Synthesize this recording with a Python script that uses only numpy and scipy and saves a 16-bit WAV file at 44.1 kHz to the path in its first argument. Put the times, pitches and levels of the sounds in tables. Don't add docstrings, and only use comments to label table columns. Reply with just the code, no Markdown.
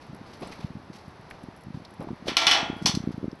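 import sys
import numpy as np
from scipy import signal
from scipy.fft import rfft, irfft
from scipy.io import wavfile

SR = 44100
rng = np.random.default_rng(int(sys.argv[2]) if len(sys.argv) > 2 else 0)


def inscribe(sig):
    pcm = np.round(np.clip(np.atleast_2d(sig).T, -1, 1) * 32767)
    wavfile.write(sys.argv[1], SR, pcm.astype(np.int16))


N = 149940
TIME_S = np.arange(N) / SR
CUTOFF_HZ = 13000


def from_db(db):
    return 10 ** (np.asarray(db) / 20)


def at_hz(points, hz):
    table = np.array(points)
    return np.interp(np.log(hz + 1e-9), np.log(table[:, 0]), table[:, 1])


def noise(colour_db, size=N):
    hz = np.maximum(np.fft.rfftfreq(size, 1 / SR), 10)
    spectrum = rfft(rng.standard_normal(size)) * from_db(colour_db(hz))
    x = irfft(spectrum * (hz < CUTOFF_HZ), size)
    return x / x.std()


def random_phases(count):
    return np.exp(2j * np.pi * rng.random(count))


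def add(out, start_s, x):
    i = max(int(start_s * SR), 0)
    out[i:i + len(x)] += x[:max(N - i, 0)]


# f/Hz, level/dB per Hz
AIR_SPECTRUM = [(25, -35), (60, 2.5), (150, 4), (300, 1), (500, -2), (900, -1), (1400, -7.5), (2000, -10.5),
                (3000, -18), (4400, -18), (6000, -24), (8000, -33), (11300, -27), (12500, -41)]
# t/s, level/dB rms
AIR_LEVEL = [(0, -49), (.35, -47), (.85, -49.5), (1.3, -48.5), (1.7, -50.5), (2.2, -48.5), (2.9, -44.5),
             (3.4, -51)]


def air():
    level_db = np.interp(TIME_S, *np.transpose(AIR_LEVEL))
    return noise(lambda f: at_hz(AIR_SPECTRUM, f)) * from_db(level_db)


# t/s, level/dB, rise/s, fade time constant/s, tilt/dB per octave (700-6000 Hz)
SCUFFS = [(.01, -54, 0.0045, 0.044, 0), (0.256, -50.5, 0.011, 0.05, -1), (.33, -50.5, 0.006, 0.025, 0),
          (.406, -40.5, 0.0074, 0.074, -5), (.44, -42.5, 0.0064, 0.085, -2),
          (.512, -43.5, .012, 0.024, -0.5), (.595, -46, 0.013, 0.05, -2), (.925, -52, 0.0078, 0.077, 2.5),
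          (1.251, -50.5, 0.068, 0.15, -4.5), (1.73, -53.5, 0.017, 0.088, -3),
          (1.992, -42, 0.016, 0.077, -9.5), (2.254, -38, .035, 0.022, 2), (2.82, -48.5, 0.0037, 0.028, 12),
          (3.111, -54, 0.011, 0.01, 6)]
# f/Hz, level/dB
SCUFF_SPECTRUM = [(200, 7), (700, 8), (1200, 6), (1800, -2), (2400, 3), (3200, -0.5), (4500, 3), (6000, -1),
                  (8000, -9.5), (12000, -6.5)]
GRIT_RMS_DB, GRIT_CORNER_HZ = 2.5, 43


def scuffs():
    out, t = np.zeros(N), TIME_S[:SR // 2]
    for start_s, level_db, rise_s, fade_s, tilt_db in SCUFFS:
        rub = noise(lambda f: at_hz(SCUFF_SPECTRUM, f) + tilt_db * np.log2(np.clip(f, 700, 6000)), len(t))
        grit = noise(lambda f: -20 * np.log10(1 + (f / GRIT_CORNER_HZ) ** 2), len(t))
        envelope = np.minimum(t / rise_s, 1) * np.exp(-np.maximum(t - rise_s, 0) / fade_s)
        add(out, start_s, rub * from_db(level_db + GRIT_RMS_DB * grit) * envelope)
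    return out


# f/Hz, level/dB
CRACKLE_SPECTRUM = [(1500, -12), (4500, -6), (8000, -5), (11500, 4), (12500, -15)]
CRACKLES_PER_S, CRACKLE_MIN_DB, CRACKLE_MAX_DB, CRACKLE_FADE_S = 20, -68, -50, 0.003


def leaves():
    t = TIME_S[:SR // 30]
    snap = noise(lambda f: at_hz(CRACKLE_SPECTRUM, f), len(t)) * np.exp(-t / CRACKLE_FADE_S)
    sizes = from_db(rng.uniform(CRACKLE_MIN_DB, CRACKLE_MAX_DB, N))
    happens = rng.random(N) < CRACKLES_PER_S / SR
    return signal.fftconvolve(sizes * happens, snap)[:N]


# t/s (pulse centre), envelope peak level/dB before the low cut, f/Hz
KNOCKS = [(.098, -31, 142), (0.105, -37, 190), (.133, -30, 157), (0.146, -36, 214), (0.216, -34, 253),
          (0.418, -28.5, 263), (0.472, -32, 214), (0.505, -32, 221), (.594, -31.5, 244), (0.647, -18, 145),
          (.706, -28, 173), (.755, -26, 179), (.77, -31.5, 186), (.902, -26.5, 208), (1.081, -30, 154),
          (1.44, -29.5, 194.8), (1.487, -27, 240), (1.67, -29, 161), (1.706, -27, 190), (1.747, -23.5, 142),
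          (1.755, -30, 214), (1.774, -26, 193), (1.999, -23.5, 190), (2.023, -27, 252), (2.046, -30.5, 274),
          (2.073, -26, 265), (2.107, -21, 232), (2.115, -23, 238), (2.132, -24, 201), (2.259, -29, 211),
          (2.284, -14.5, 430), (2.294, -22.5, 268), (2.319, -23.5, 290), (2.631, -22, 221),
          (2.701, -15.5, 260), (2.731, -24.5, 225), (2.766, -28, 240), (2.818, -26, 273), (2.825, -21, 180),
          (2.853, -16.5, 190), (2.873, -22, 234), (2.896, -17, 187), (2.944, -18.5, 160), (2.954, -24, 195),
          (2.974, -12.5, 205), (3.005, -22.5, 173), (3.04, -22, 218), (3.075, -13, 225), (3.091, -19, 207),
          (3.107, -22, 245), (3.144, -24, 164), (3.181, -22, 222), (3.231, -21.5, 260), (3.243, -17, 240),
          (3.256, -24, 257), (3.282, -18, 219), (3.331, -25, 269)]
KNOCK_WIDTH_CYCLES, KNOCK_LOW_CUT_HZ = 0.27, 50
FAINT_KNOCKS, FAINT_KNOCK_DB, FAINT_KNOCK_HZ = 45, -38, 190


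def knocks():
    out, t = np.zeros(N), TIME_S[:SR // 20]
    middle_s = t.mean()
    faint = []
    for when, loud, pitch in rng.random((FAINT_KNOCKS, 3)):
        level_db = FAINT_KNOCK_DB + 6 * (loud - 0.5)
        faint.append((when * N / SR, level_db, FAINT_KNOCK_HZ * 2 ** (pitch - 0.5)))
    for centre_s, level_db, hz in list(KNOCKS) + faint:
        cycles = (t - middle_s) * hz
        wave = np.cos(2 * np.pi * (cycles + rng.random()))
        add(out, centre_s - middle_s, from_db(level_db) * wave / np.cosh(cycles / KNOCK_WIDTH_CYCLES))
    low_cut = signal.butter(2, KNOCK_LOW_CUT_HZ, "high", fs=SR, output="sos")
    return signal.sosfilt(low_cut, out)


# t/s, peak level/dB, f/Hz, fade time constant/s
TICKS = [(.473, -39, 8800, .003), (.522, -38, 2230, 0.017), (1.31, -28, 1900, 0.0024),
         (1.849, -37.5, 4450, 0.005), (2.017, -34, 740, 0.0021), (2.086, -34, 840, 0.0045),
         (2.269, -26.5, 543, 0.0044), (3.241, -34, 563, 0.0078), (3.315, -39, 4800, 0.0021)]
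TICK_HALF_WIDTH_OCTAVES = 0.22


def ticks():
    out, t = np.zeros(N), TIME_S[:SR // 10]
    for start_s, peak_db, tick_hz, fade_s in TICKS:
        def resonance_db(f):
            return -20 * np.log10(1 + (np.log2(f / tick_hz) / TICK_HALF_WIDTH_OCTAVES) ** 2)
        snap = noise(resonance_db, len(t)) * np.exp(-t / fade_s)
        add(out, start_s, from_db(peak_db) * snap / abs(snap).max())
    return out


BASS_BELOW_HZ, TREBLE_ABOVE_HZ = 1300, 3530


def contact_db(hz, bass_db, treble_db):
    bass = bass_db / (1 + (hz / BASS_BELOW_HZ) ** 4)
    return bass + treble_db / (1 + (TREBLE_ABOVE_HZ / hz) ** 4)


# f/Hz, level/dB
BARS = [(250, -0.5), (480, -4), (750, 5.5), (1200, 1.5), (1600, -3), (2300, -1.5), (2750, -1.5), (3350, 4),
        (3900, -1), (4400, 3), (4900, -0.5), (5700, 2), (6300, -2.5), (7500, -13), (12500, -12)]
CRACK_FADE_S = 0.0044
RATTLE_PER_S, RATTLE_DB, RATTLE_FADE_S = 130, -12, 0.045


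def crack(bass_db, treble_db):
    t, short = TIME_S[:SR // 5], TIME_S[:SR // 20]
    burst = noise(lambda f: at_hz(BARS, f) + contact_db(f, bass_db, treble_db), len(short))
    burst = burst * np.exp(-short / CRACK_FADE_S)
    happens = rng.random(len(t)) < RATTLE_PER_S / SR
    touches = happens * rng.uniform(-1, 1, len(t)) * from_db(RATTLE_DB) * np.exp(-t / RATTLE_FADE_S)
    return signal.fftconvolve(touches + (t == 0), burst)


def ringing(hz, t60_s, strength):
    pole = 2j * np.pi * hz - np.log(1000) / t60_s
    size = int(np.sqrt(SR))
    starts = np.exp(np.outer(TIME_S[:SR:size], pole))
    within = np.exp(np.outer(pole, TIME_S[:size]))
    return ((starts * strength) @ within).imag.ravel()[:SR]


# f/Hz, t60/s
BARS_T60 = [(300, 1), (1000, 0.64), (2800, 0.55), (5000, 0.33), (7500, 0.38), (12000, 0.2)]


def bar_modes(hz, response_db, bass_db, treble_db):
    strength = from_db(response_db + contact_db(hz, bass_db, treble_db)) * random_phases(len(hz))
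    power = np.sum(abs(strength) ** 2) / 2
    return ringing(hz, at_hz(BARS_T60, hz), strength / np.sqrt(power))


PANEL = {"edge": [(661, -6, .5), (735, -6, .5), (902, -4, .45), (1361, 0, .4), (2046, -3, .45),
         (2299, 1, .33), (2389, -1, .35), (3677, 0, .3)], "middle": [(711, -10, .7), (840, -11, .75),
         (1110, -10, .4), (1419, -9, .8), (1875, -10, .5), (2010, -6, .4), (2528, -4, .3), (2963, 4, .25),
         (3011, -5, .3), (3067, -10, .6), (3287, -5, .38), (3321, -14, .9), (3336, -10, .6),
         (3375, -12, .55), (3514, -2, .28), (4120, -3, .27), (5109, -6, .25), (5347, -4, .25),
         (5585, -4, .25)], "corner": [(1010, -3, .25), (3300, -17, .6), (3492, -3, .25), (3561, -3, .25),
         (4400, 3, .25), (4650, -3, .22), (5136, -1, .2), (5881, 2, .27)]}
ELSEWHERE_DB = -14


def panel_tones(place, tones_db):
    hz, level_db, t60_s = np.vstack(list(PANEL.values())).T
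    home = np.array([name for name in PANEL for _ in PANEL[name]])
    level_db = tones_db + level_db + ELSEWHERE_DB * (home != place)
    return ringing(hz, t60_s, from_db(level_db) * random_phases(len(hz)))


# t/s, bar ring level/dB, crack level/dB, bass/dB, treble/dB, clear tones level/dB,
# foot damping of the bar ring/dB per s (sign ignored), place struck
CLANKS = [(2.2809, -29, -27.5, -8, -11, -43, 72, "edge"), (2.368, -20.5, -10, -12, -5, -32.5, -5, "edge"),
          (2.418, -27.5, -46, -4.5, -6, -32, -3, "edge"), (2.468, -20, -9.5, -9.5, -8, -24.5, 3, "middle"),
          (2.4788, -24.5, -23, -6.5, -0.5, -37, 57, "middle"),
          (2.512, -19.5, -12.5, -13, -5.5, -26, 11, "middle"),
          (2.546, -25, -36, -2, -20, -39, 25, "middle"), (2.583, -32, -40, 7, -12, -50, 50, "middle"),
          (2.8581, -16, -23, 0, 9.5, -30, 142, "corner"), (2.95, -37, -25.5, -12, 16, -53, 211, "corner")]
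BAR_MODES, MODE_SPREAD_DB = 520, 2.8


def grating():
    out, t = np.zeros(N), TIME_S[:SR]
    hz = np.linspace(BARS[0][0], BARS[-1][0], BAR_MODES)
    hz = hz + (hz[1] - hz[0]) * rng.uniform(-1.01, 1, BAR_MODES)
    response_db = at_hz(BARS, hz) + MODE_SPREAD_DB * rng.standard_normal(BAR_MODES)
    for start_s, ring_db, crack_db, bass_db, treble_db, tones_db, damping_db_per_s, place in CLANKS:
        crowd = bar_modes(hz, response_db, bass_db, treble_db)
        damped = crowd * from_db(ring_db - abs(damping_db_per_s) * t)
        add(out, start_s, damped + panel_tones(place, tones_db))
        add(out, start_s, from_db(crack_db) * crack(bass_db, treble_db))
    return out


def scene():
    return (air() + scuffs() + leaves() + knocks() + ticks() + grating())[None]


# f/Hz, width/Hz
DIPS = [(7000, 890), (8500, 1220), (10000, 1220), (12150, 2000)]
LOW_BAND_TO_HZ, HIGH_BAND_FROM_HZ, HIGH_BAND_DB = 6440, 7000, 1.5
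TOP_ROLLOFF_HZ = 11500


def record(dry):
    low_band = signal.butter(12, LOW_BAND_TO_HZ, fs=SR, output="sos")
    high_band = signal.butter(12, HIGH_BAND_FROM_HZ, "high", fs=SR, output="sos")
    x = signal.sosfilt(low_band, dry) + from_db(HIGH_BAND_DB) * signal.sosfilt(high_band, dry)
    for hz, width_hz in DIPS:
        x = signal.lfilter(*signal.iirnotch(hz, hz / width_hz, fs=SR), x)
    rounded = np.tanh(x)
    x = signal.sosfilt(signal.butter(10, TOP_ROLLOFF_HZ, fs=SR, output="sos"), rounded)
    return signal.sosfilt(signal.ellip(10, 0.3, 80, CUTOFF_HZ, fs=SR, output="sos"), x)


dry = scene()
out = record(dry)
inscribe(out)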